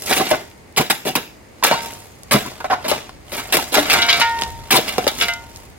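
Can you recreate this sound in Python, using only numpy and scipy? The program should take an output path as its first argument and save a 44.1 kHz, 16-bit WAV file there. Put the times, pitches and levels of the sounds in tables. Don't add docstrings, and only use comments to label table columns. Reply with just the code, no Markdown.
import sys
import numpy as np
from scipy import signal
from scipy.fft import rfft, irfft
from scipy.io import wavfile

SR = 44100
rng = np.random.default_rng(int(sys.argv[2]) if len(sys.argv) > 2 else 0)


def file_out(sig):
    cols = np.atleast_2d(sig).T
    lim = np.clip(cols, -1, 1)
    pcm = np.round(lim * 32767).astype(np.int16)
    wavfile.write(sys.argv[1], SR, pcm)


N = 254898
BURST = SR // 5

# (frequency [Hz], free t60 [s], level struck on face, edge, corner, tip [dB])
BLADE_MODES = [(463, .5, -20, -30, -30, -15), (697, .38, -7, -15, -11, -3), (922, 1.1, -13, -3, -18, 0),
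               (1135, .4, -17, -30, -32, -8), (1213, .3, -20, -22, -26, -20),
               (1303, .28, -10, -12, -24, -12), (1425, .45, -10, -5, -9, -18),
               (1573, .27, -4, -16, -12, -10), (1716, .25, -15, -11, -25, -17),
               (1846, .7, -14, -7, -24, -12), (2063, .3, -7, -13, 0, -18), (2143, .5, -8, -23, -19, -16),
               (2298, .25, 0, -6, -14, -12), (2545, .25, -16, -13, -21, -20),
               (2765, .22, -9, -15, -16, -19), (2850, .2, -9, -14, -11, -14),
               (2982, .28, -15, -23, -12, -14), (3188, .45, -21, -24, -29, -24),
               (3400, .18, -11, -17, -20, -21), (3715, .4, -19, -28, -23, -25),
               (3837, .25, -8, -21, -18, -17), (4320, .2, -13, -15, -23, -20),
               (4892, .3, -14, -24, -26, -23), (5700, .25, -20, -27, -24, -28)]


def from_db(db):
    return 10 ** (np.asarray(db) / 20)


def unit_rms(x):
    return x / np.sqrt(np.mean(x ** 2) + 1e-20)


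def at_hz(points, hz):
    return np.interp(np.log(hz + 1e-9), np.log(np.array(points)[:, 0]), np.array(points)[:, 1])


def add(track, s, sound):
    i = max(round(s * SR), 0)
    track[i:i + len(sound)] += sound[:N - i]


def band(x, low_hz, high_hz, order=2):
    edges = [low_hz, min(high_hz, SR / 2 - 1000)]
    return signal.sosfilt(signal.butter(order, edges, "band", fs=SR, output="sos"), x + 1e-18)


def resonance(x, hz, q):
    return signal.lfilter(*signal.iirpeak(hz, max(q, 1), fs=SR), x + 1e-18)


def colour(x, spectrum):
    return irfft(rfft(x) * from_db(at_hz(spectrum, np.fft.rfftfreq(N, 1 / SR))), N)


def grains(size, per_s, spread_db):
    strength = from_db(spread_db * np.minimum(rng.exponential(1, size), 4))
    return unit_rms((rng.random(size) < per_s / SR) * strength * rng.choice([-1, 1], size))


def diffuse(size):
    # (frequency [Hz], coherence [0-1])
    coherence = [(60, 0.55), (200, 0.81), (600, 0.073), (1500, 0.033), (4000, 0.16), (16000, 0.048)]
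    mid, side = rfft(rng.standard_normal((2, size)))
    alike = np.clip(at_hz(coherence, np.fft.rfftfreq(size, 1 / SR)), 0, 1)
    return irfft(np.sqrt(1 + alike) * mid + np.sqrt(1 - alike) * side * [[1], [-1]], size)


def outdoors(air_db, breeze_gain_db):
    # (frequency [Hz], relative spectral density [dB])
    air_spectrum = [(20, -25), (48, -16), (95, -3), (170, -9), (400, -8.5), (800, -14), (1500, -21.5),
                    (2100, -17.5), (3200, -28), (5200, -27.5), (6500, -38.5), (8000, -30), (16000, -40.5)]
    # (time [s], relative level [dB])
    gusts = [(0, -44), (1.5, -47.5), (2.5, -41), (4.25, -38), (4.6, -26), (4.7, -35.5), (5.78, -37.5)]
    breeze_db = np.interp(np.arange(N) / SR, *np.transpose(gusts))
    breeze = unit_rms(band(diffuse(N), 43.4, 99))
    air = unit_rms(colour(diffuse(N), air_spectrum))
    return from_db(air_db) * air + from_db(breeze_db + breeze_gain_db) * breeze


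def insects(db, hz, q):
    waver = unit_rms(np.interp(np.arange(N), np.linspace(0, N, 14), rng.standard_normal(14)))
    chorus = unit_rms(resonance(resonance(diffuse(N), hz, q), hz, q))
    return from_db(db + 1.4 * waver) * chorus


def gravel_flow():
    # (peak time [s], rise by 10 dB [s], t60 [s], scrape level [dB], sand level [dB])
    slides = [(.12, 0.095, .5, -23.5, -20), (.27, 0.091, .5, -21.5, -26.5),
              (0.822, 0.014, 0.03, -16.5, -23), (1.08, 0.026, .5, -28.5, -54),
              (1.719, 0.042, 0.64, -19.5, -34), (1.839, 0.088, 0.92, -29.5, -31),
              (2.38, 0.05, 1.0, -26, -32.5), (2.93, 0.074, 0.53, -22.5, -33.5),
              (3.36, 0.053, 1, -27.5, -33), (3.502, 0.017, 1.7, -29.5, -32),
              (3.63, 0.034, 0.04, -26.5, -29), (3.8, 0.072, 2.35, -24.5, -30.5), (3.96, 0.1, 0.4, -14, -26),
              (4.2, 0.13, 0.13, -21, -26), (4.428, 0.15, 0.53, -27.5, -37), (4.89, 0.16, 1.82, -25.5, -32),
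              (5.218, 0.044, 0.26, -21, -19), (5.6, .2, .5, -41.5, -43)]
    t, scrape, sand = np.arange(N) / SR, 1e-12, 1e-12
    for s, swell, t60, scrape_db, sand_db in slides:
        power = from_db(10 * np.minimum(t - s, 0) / swell - 60 * np.maximum(t - s, 0) / t60) ** 2
        scrape += power * from_db(scrape_db) ** 2
        sand += power * from_db(sand_db) ** 2
    return 10 * np.log10(scrape), 10 * np.log10(sand)


def sliding(scrape_gain_db, sand_gain_db, singing_db):
    # (frequency [Hz], relative spectral density [dB])
    scrape_spectrum = [(88, -4), (150, -2.5), (381, -2.5), (693, 1.5), (1220, -4.5), (1540, -6.5),
                       (2080, -3.5), (8000, -14.5), (10400, -23), (17600, -120)]
    scrape_db, sand_db = gravel_flow()
    catching = from_db(2.4 * unit_rms(band(rng.standard_normal(N), 34.4, 105)))
    rub = grains(N, 2200, 2.1) * catching
    singing = unit_rms(sum(from_db(face_db) * resonance(rub, hz, q=hz * t60 / 3)
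                           for hz, t60, face_db, *_ in BLADE_MODES))
    pressure = from_db(3.1 * np.minimum(scrape_db + 25, 0))
    scrape = unit_rms(colour(rub, scrape_spectrum)) + from_db(singing_db) * pressure * singing
    sand = unit_rms(band(grains(N, 1200, 5) * catching, 5500, 18000))
    return from_db(scrape_db + scrape_gain_db) * scrape + from_db(sand_db + sand_gain_db) * sand


def cuts(gravel_hz, spread_octaves=.5):
    # (time [s], length [s], steel level [dB], clank pitch [Hz], depth [0 bare rock to 1 buried])
    edge_cuts = [(.068, 0.025, -27.5, 1810, 0.61), (0.093, 0.024, -22.5, 1790, 1),
                 (0.124, 0.014, -16, 2020, 0.56), (0.162, 0.023, -19, 2300, 0.94),
                 (0.302, 0.015, -22.5, 2200, 0.73), (.763, 0.013, -27, 2460, 0.84),
                 (0.772, 0.014, -13, 2400, 0.86), (0.899, 0.015, -13.5, 2050, 0.85),
                 (1.07, 0.024, -24.5, 2600, 0.99), (1.153, 0.0088, -15.5, 2430, 0.99),
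                 (1.636, 0.014, -9.5, 1640, 0.74), (1.659, 0.026, -19.5, 2240, 0.76),
                 (1.668, .006, -21, 2200, 0.68), (2.31, 0.03, -13.5, 1760, 0.93),
                 (2.88, 0.026, -21, 2600, 1), (3.318, 0.037, -29.5, 2190, 0.86),
                 (3.374, 0.032, -30, 1550, 1), (3.523, 0.02, -13.5, 2630, 0.59),
                 (3.539, 0.017, -15.5, 2150, 0.83), (3.569, 0.0056, -14.5, 2440, 0.94),
                 (3.721, 0.019, -24.5, 2320, 1), (3.741, 0.012, -11, 1720, 0.62),
                 (3.771, 0.03, -16, 2030, 0.42), (3.898, 0.022, -12, 2470, 0.45),
                 (3.93, 0.008, -12.5, 1850, 0.75), (4.019, 0.0084, -13, 3400, .1),
                 (4.086, 0.021, -9.5, 2780, 0.1), (4.128, 0.0056, -11.5, 4100, 0.22),
                 (4.206, 0.016, -12, 2240, 0.22), (4.706, 0.024, -10, 2140, 0.62),
                 (4.74, 0.013, -17.5, 2360, 0.73), (4.753, .022, -13.5, 3670, 0.89),
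                 (4.88, 0.013, -20, 2780, 0.46), (5.077, 0.005, -12.5, 3730, 0.55),
                 (5.209, 0.028, -15.5, 2620, 0.16), (5.283, 0.004, -22, 2110, 0.53)]
    for s, length, db, hz, depth in edge_cuts:
        bare = 1 - depth
        soil_db = db - 6 - 36 * bare
        stone_db = db - 4 - 33 * bare ** 2
        grit_db = db - 2.5 - 23 * bare ** 2
        stone_hz = gravel_hz * 2 ** (spread_octaves * rng.uniform(-0.84, 1))
        yield s, length, soil_db, stone_db, stone_hz, db, hz, grit_db


def collisions(length, per_s, spread_db, hard_s):
    crowd = grains(BURST, per_s, spread_db)
    crowd[int(.0008 * SR)] += np.sqrt(length * SR) * min(hard_s / length, 2) ** 2
    return crowd


def push(length, t60, rise_share=0.015):
    t = np.arange(BURST) / SR
    return (1 - np.exp(-t / (rise_share * length))) * from_db(-60 * np.maximum(t - length, 0) / t60)


def soil(length, hz):
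    force = push(length, t60=0.037) + from_db(-9.5) * push(length, t60=0.35)
    hits = collisions(length, 6000, 2.1, hard_s=0.0045) * force
    return band(resonance(hits, hz, 1.64) + .5 * resonance(hits, 0.496 * hz, 5.7), 121, 584)


def stone(length, hz):
    hits = collisions(length, 7000, 2.8, hard_s=0.0053) * push(length, t60=0.05)
    crumbs = from_db(-25.5) * grains(BURST, 2200, 8) * push(length, t60=0.24)
    knock = sum(gain * resonance(hits, ratio * hz, q)
                for ratio, q, gain in [(1, 8.3, 1), (1.438, 21.6, 0.5), (2.063, 26, 0.21)])
    return band(knock + 0.15 * hits + crumbs, 438, 1770, order=3)


def steel(length, hz, choked):
    force = push(length, t60=0.028) + from_db(-10.5) * push(length, t60=0.37)
    hits = collisions(length, 3000, 3.8, hard_s=0.0063) * force
    clank = signal.fftconvolve(hits, choked)[:BURST]
    return band(.33 * hits + .6 * resonance(hits, hz, 3) + 1.4 * clank, 1050, 5500, order=3)


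def grit(length):
    hits = collisions(length, 6600, 7.9, hard_s=0.0063) * push(length, t60=0.0087)
    crumbs = from_db(-12) * grains(BURST, 2500, 2.5) * push(length, t60=0.23)
    return band(hits + crumbs, 7300, 17400) + 0.069 * band(hits + crumbs, 10000, 25500)


def at_level(sound, length, db):
    loud_part = sound[:int((length + .006) * SR)]
    return from_db(db) * sound / np.sqrt(np.mean(loud_part ** 2) + 1e-20)


def jabs(soil_gain_db, stone_gain_db, steel_gain_db, grit_gain_db):
    out, tap = np.zeros(N), signal.unit_impulse(BURST // 2)
    choked = sum((-1) ** k * from_db(face_db) * resonance(tap, hz, q=107)
                 for k, (hz, _, face_db, *_) in enumerate(BLADE_MODES))
    contacts = [*cuts(gravel_hz=714), *knocks(clank_hz=2100)]
    for s, length, soil_db, stone_db, stone_hz, steel_db, steel_hz, grit_db in contacts:
        thud_hz = 313.6 * (.015 / length) ** 0.084
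        add(out, s, at_level(soil(length, thud_hz), length, soil_db + soil_gain_db))
        add(out, s, at_level(stone(length, stone_hz), length, stone_db + stone_gain_db))
        add(out, s, at_level(steel(length, steel_hz, choked), length, steel_db + steel_gain_db))
        add(out, s, at_level(grit(length), length, grit_db + grit_gain_db))
    return out


def lingering(x, settle_s):
    keep = np.exp(-1 / (settle_s * SR))
    return np.sqrt(signal.lfilter([1 - keep], [1, -keep], x ** 2 + 1e-18))


def ground(blows, thump_db, thump_s):
    rumble = unit_rms(band(rng.standard_normal(N), 28, 122))
    patter = unit_rms(band(grains(N, per_s=12, spread_db=4.5), 4000, 17000, order=1))
    thump = from_db(thump_db) * lingering(band(blows, 120, 600), thump_s) * rumble
    crumbs = from_db(-43.5) * lingering(blows, settle_s=0.31) * patter
    return thump + crumbs


def knocks(clank_hz):
    # (time [s], length [s], stone level [dB], stone pitch [Hz], bedding [0 loose to 1 fast in the earth])
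    struck_stones = [(0.108, 0.0089, -15.5, 774, 0.65), (0.197, 0.02, -18, 727, 0.7),
                     (0.312, 0.0052, -9.5, 610, 0.58), (0.331, 0.015, -20, 710, 0.39),
                     (0.794, .021, -20.5, 458, 0.79), (1.051, 0.032, -28.5, 634, 1),
                     (1.172, 0.0039, -22.5, 494, 0.37), (1.626, 0.0036, -16.5, 1050, 0.28),
                     (1.7114, .003, -11.5, 650, 0.58), (1.716, 0.031, -19, 926, 0.17),
                     (2.343, 0.017, -17.5, 690, 0.76), (2.364, 0.011, -33, 637, 1),
                     (2.451, 0.029, -36.5, 1010, 0.84), (2.603, 0.0057, -29, 1010, 0.54),
                     (2.643, 0.0064, -19, 693, 0.17), (2.699, 0.019, -15, 738, 0.23),
                     (2.718, .022, -15, 984, 0.25), (2.843, 0.024, -25.5, 650, 0.61),
                     (2.914, 0.0041, -10.5, 580, 0.47), (3.587, 0.01, -21, 900, 0.19),
                     (3.762, 0.023, -13, 612, 0.53), (4.72, 0.031, -21, 940, 0.8),
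                     (4.774, 0.0124, -21, 490, 0.68), (4.9811, 0.0022, -10, 503, 0.61),
                     (5.004, 0.0032, -26.5, 477, .05), (5.042, 0.0039, -26, 575, 0.75),
                     (5.067, 0.004, -12, 587, 0.46)]
    for s, length, db, hz, bedding in struck_stones:
        soil_db = db - 24 + 29.5 * bedding
        steel_db = db - 15 + 16 * bedding
        grit_db = db - 34.5 + 32 * bedding
        yield s, length, soil_db, db, hz, steel_db, clank_hz, grit_db


def free_blade(rise_s):
    # (time [s], level [dB], place struck [name], t60 factor [ratio])
    strikes = [(.126, -13, "face", 0.12), (.2, -35, "corner", 1.6), (.316, -23.5, "corner", 0.75),
               (1.715, -18, "tip", 0.39), (1.831, -36, "tip", .6), (3.376, -28, "face", 1.06),
               (3.936, -9, "face", 0.39), (3.985, -14.5, "corner", 1.3), (4.02, -19.5, "face", 1.9),
               (4.083, -15.5, "face", 0.51), (4.131, -18, "face", 1.64), (4.213, -10, "edge", 1.03),
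               (5.217, -17.5, "face", 0.85), (5.284, -13.5, "corner", 0.83)]
    places = ("face", "edge", "corner", "tip")
    mute_at_s, mute_db = 4.44, -4.5
    out, t = np.zeros(N), np.arange(SR // 2) / SR
    hz, t60, *place_db = np.transpose(BLADE_MODES)[:, :, None]
    for s, db, place, t60_factor in strikes:
        swing = np.sin(2 * np.pi * (hz * t + rng.random(hz.shape)))
        muted_db = mute_db * (s < mute_at_s) * np.clip((s + t - mute_at_s) / 0.059, 0, 1)
        modes = from_db(db + muted_db + place_db[places.index(place)] - 60 * t / (t60 * t60_factor)) * swing
        add(out, s, modes.sum(axis=0) * (1 - np.exp(-t / rise_s)))
    return out


def pebbles(q, crack_share):
    # (time [s], relative peak level [dB], pitch [Hz])
    drops = [(.515, -38, 2480), (.579, -42, 9000), (1.921, -35, 8000), (1.936, -25, 8100),
             (2.002, -42, 9000), (2.234, -27.5, 7500), (2.518, -27.5, 570), (3.094, -26, 890),
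             (3.34, -32, 4500), (3.642, -21, 7000), (4.39, -18.5, 3570), (4.414, -17.5, 6100),
             (4.421, -7, 2620), (4.423, -19, 470), (4.436, -12.5, 3670), (5.337, -18.5, 6140),
             (5.561, -27, 5900)]
    out = np.zeros(N)
    for s, db, hz in drops:
        hits = np.zeros(BURST // 4)
        rebound = int(rng.uniform(.0006, .003) * SR)
        hits[[0, rebound]] = 1, .45
        click = resonance(hits, hz, q) + crack_share * band(hits, hz / 3, hz * 3, order=1)
        add(out, s, from_db(db) * click / np.abs(click).max())
    return out


def shaft(rise_s):
    # (time [s], level [dB], frequency [Hz], t60 [s])
    shudders = [(0.796, -6, 141, 0.04), (2.345, -9, 136, 0.087), (2.346, -4.5, 210, 0.066),
                (2.349, -8, 326, .1), (3.546, -18, 361, .1), (3.78, -15, 293.7, 0.33),
                (4.769, -18, 204, 0.085)]
    out, t = np.zeros(N), np.arange(BURST) / SR
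    for s, db, hz, t60 in shudders:
        add(out, s, from_db(db - 60 * t / t60) * (1 - np.exp(-t / rise_s)) * np.sin(2 * np.pi * hz * t))
    return out


def from_the_right(x, lag_s=.000075):
    late = irfft(rfft(x) * np.exp(-2j * np.pi * np.fft.rfftfreq(N, 1 / SR) * lag_s), N)
    return np.array([late * from_db(-.3), x])


def scatter(x, db=-5, t60=0.018, block=1024):
    out, t = np.zeros((2, N + 2 * block)), np.arange(SR // 100) / SR
    fade = from_db(-60 * t / t60)
    for i in range(0, N, block):
        paths = rng.standard_normal((2, len(t))) * fade / np.linalg.norm(fade)
        out[:, i:i + 2 * block] += irfft(rfft(x[i:i + block], 2 * block) * rfft(paths, 2 * block))
    return from_db(db) * band(out[:, :N], 390, 21600, order=1)


def yard(x, near_db, near_t60, far_db):
    # (frequency [Hz], t60 [s])
    tail_t60 = [(100, 0.35), (500, 0.31), (2500, 0.3), (8000, 0.43), (16000, 0.33)]
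    # (frequency [Hz], gain [dB])
    echo_spectrum = [(100, 8.5), (300, 5.5), (800, 11), (3000, 10), (8000, 10), (16000, 10)]
    t = np.arange(SR * 2 // 3) / SR
    noise, echo = diffuse(len(t)), 0
    edges = np.geomspace(70, 18000, 9)
    for low, high in zip(edges, edges[1:]):
        hz = np.sqrt(low * high)
        near = unit_rms(from_db(-60 * t / near_t60) * (t > .002))
        far = unit_rms(from_db(-60 * t / at_hz(tail_t60, hz)) * (1 - np.exp(-t / 0.048)))
        envelope = from_db(near_db) * near + from_db(far_db) * far
        echo += band(noise, low, high) * from_db(at_hz(echo_spectrum, hz)) * envelope
    return signal.fftconvolve(x[None], echo / np.sqrt(2 * len(t)), axes=1)[:, :N]


def scene():
    # (frequency [Hz], gain [dB])
    microphone = [(60, -5), (130, 2), (250, 2.5), (700, -1), (1100, -0.5), (2000, -1.5), (3000, 0.5),
                  (4500, 2), (6500, -0.5), (9000, 0.5), (15000, -8.5)]
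    blows = jabs(soil_gain_db=-2.5, stone_gain_db=-1, steel_gain_db=-2.5, grit_gain_db=0.5)
    blows += from_db(-1.5) * shaft(rise_s=0.0037)
    gravel = sliding(scrape_gain_db=-6, sand_gain_db=-3.5, singing_db=-1)
    ticks = from_db(9.5) * pebbles(q=1.6, crack_share=0.063)
    ringing = free_blade(rise_s=0.0009)
    radiated = blows + gravel + .5 * ticks
    echoes = yard(radiated + 0.16 * ringing, near_db=-10, near_t60=0.062, far_db=-20)
    direct = blows + gravel + ticks + ringing + ground(blows, thump_db=-20, thump_s=0.014)
    digging = colour(from_the_right(direct) + scatter(radiated) + echoes, microphone)
    return digging + outdoors(air_db=-45, breeze_gain_db=-8) + insects(db=-63, hz=6600, q=10)


def record(dry):
    rounded = 1.119 * np.tanh(dry / 1.055)
    return signal.sosfilt(signal.ellip(10, .2, 70, 15900, fs=SR, output="sos"), rounded)


dry = scene()
out = record(dry)
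file_out(out)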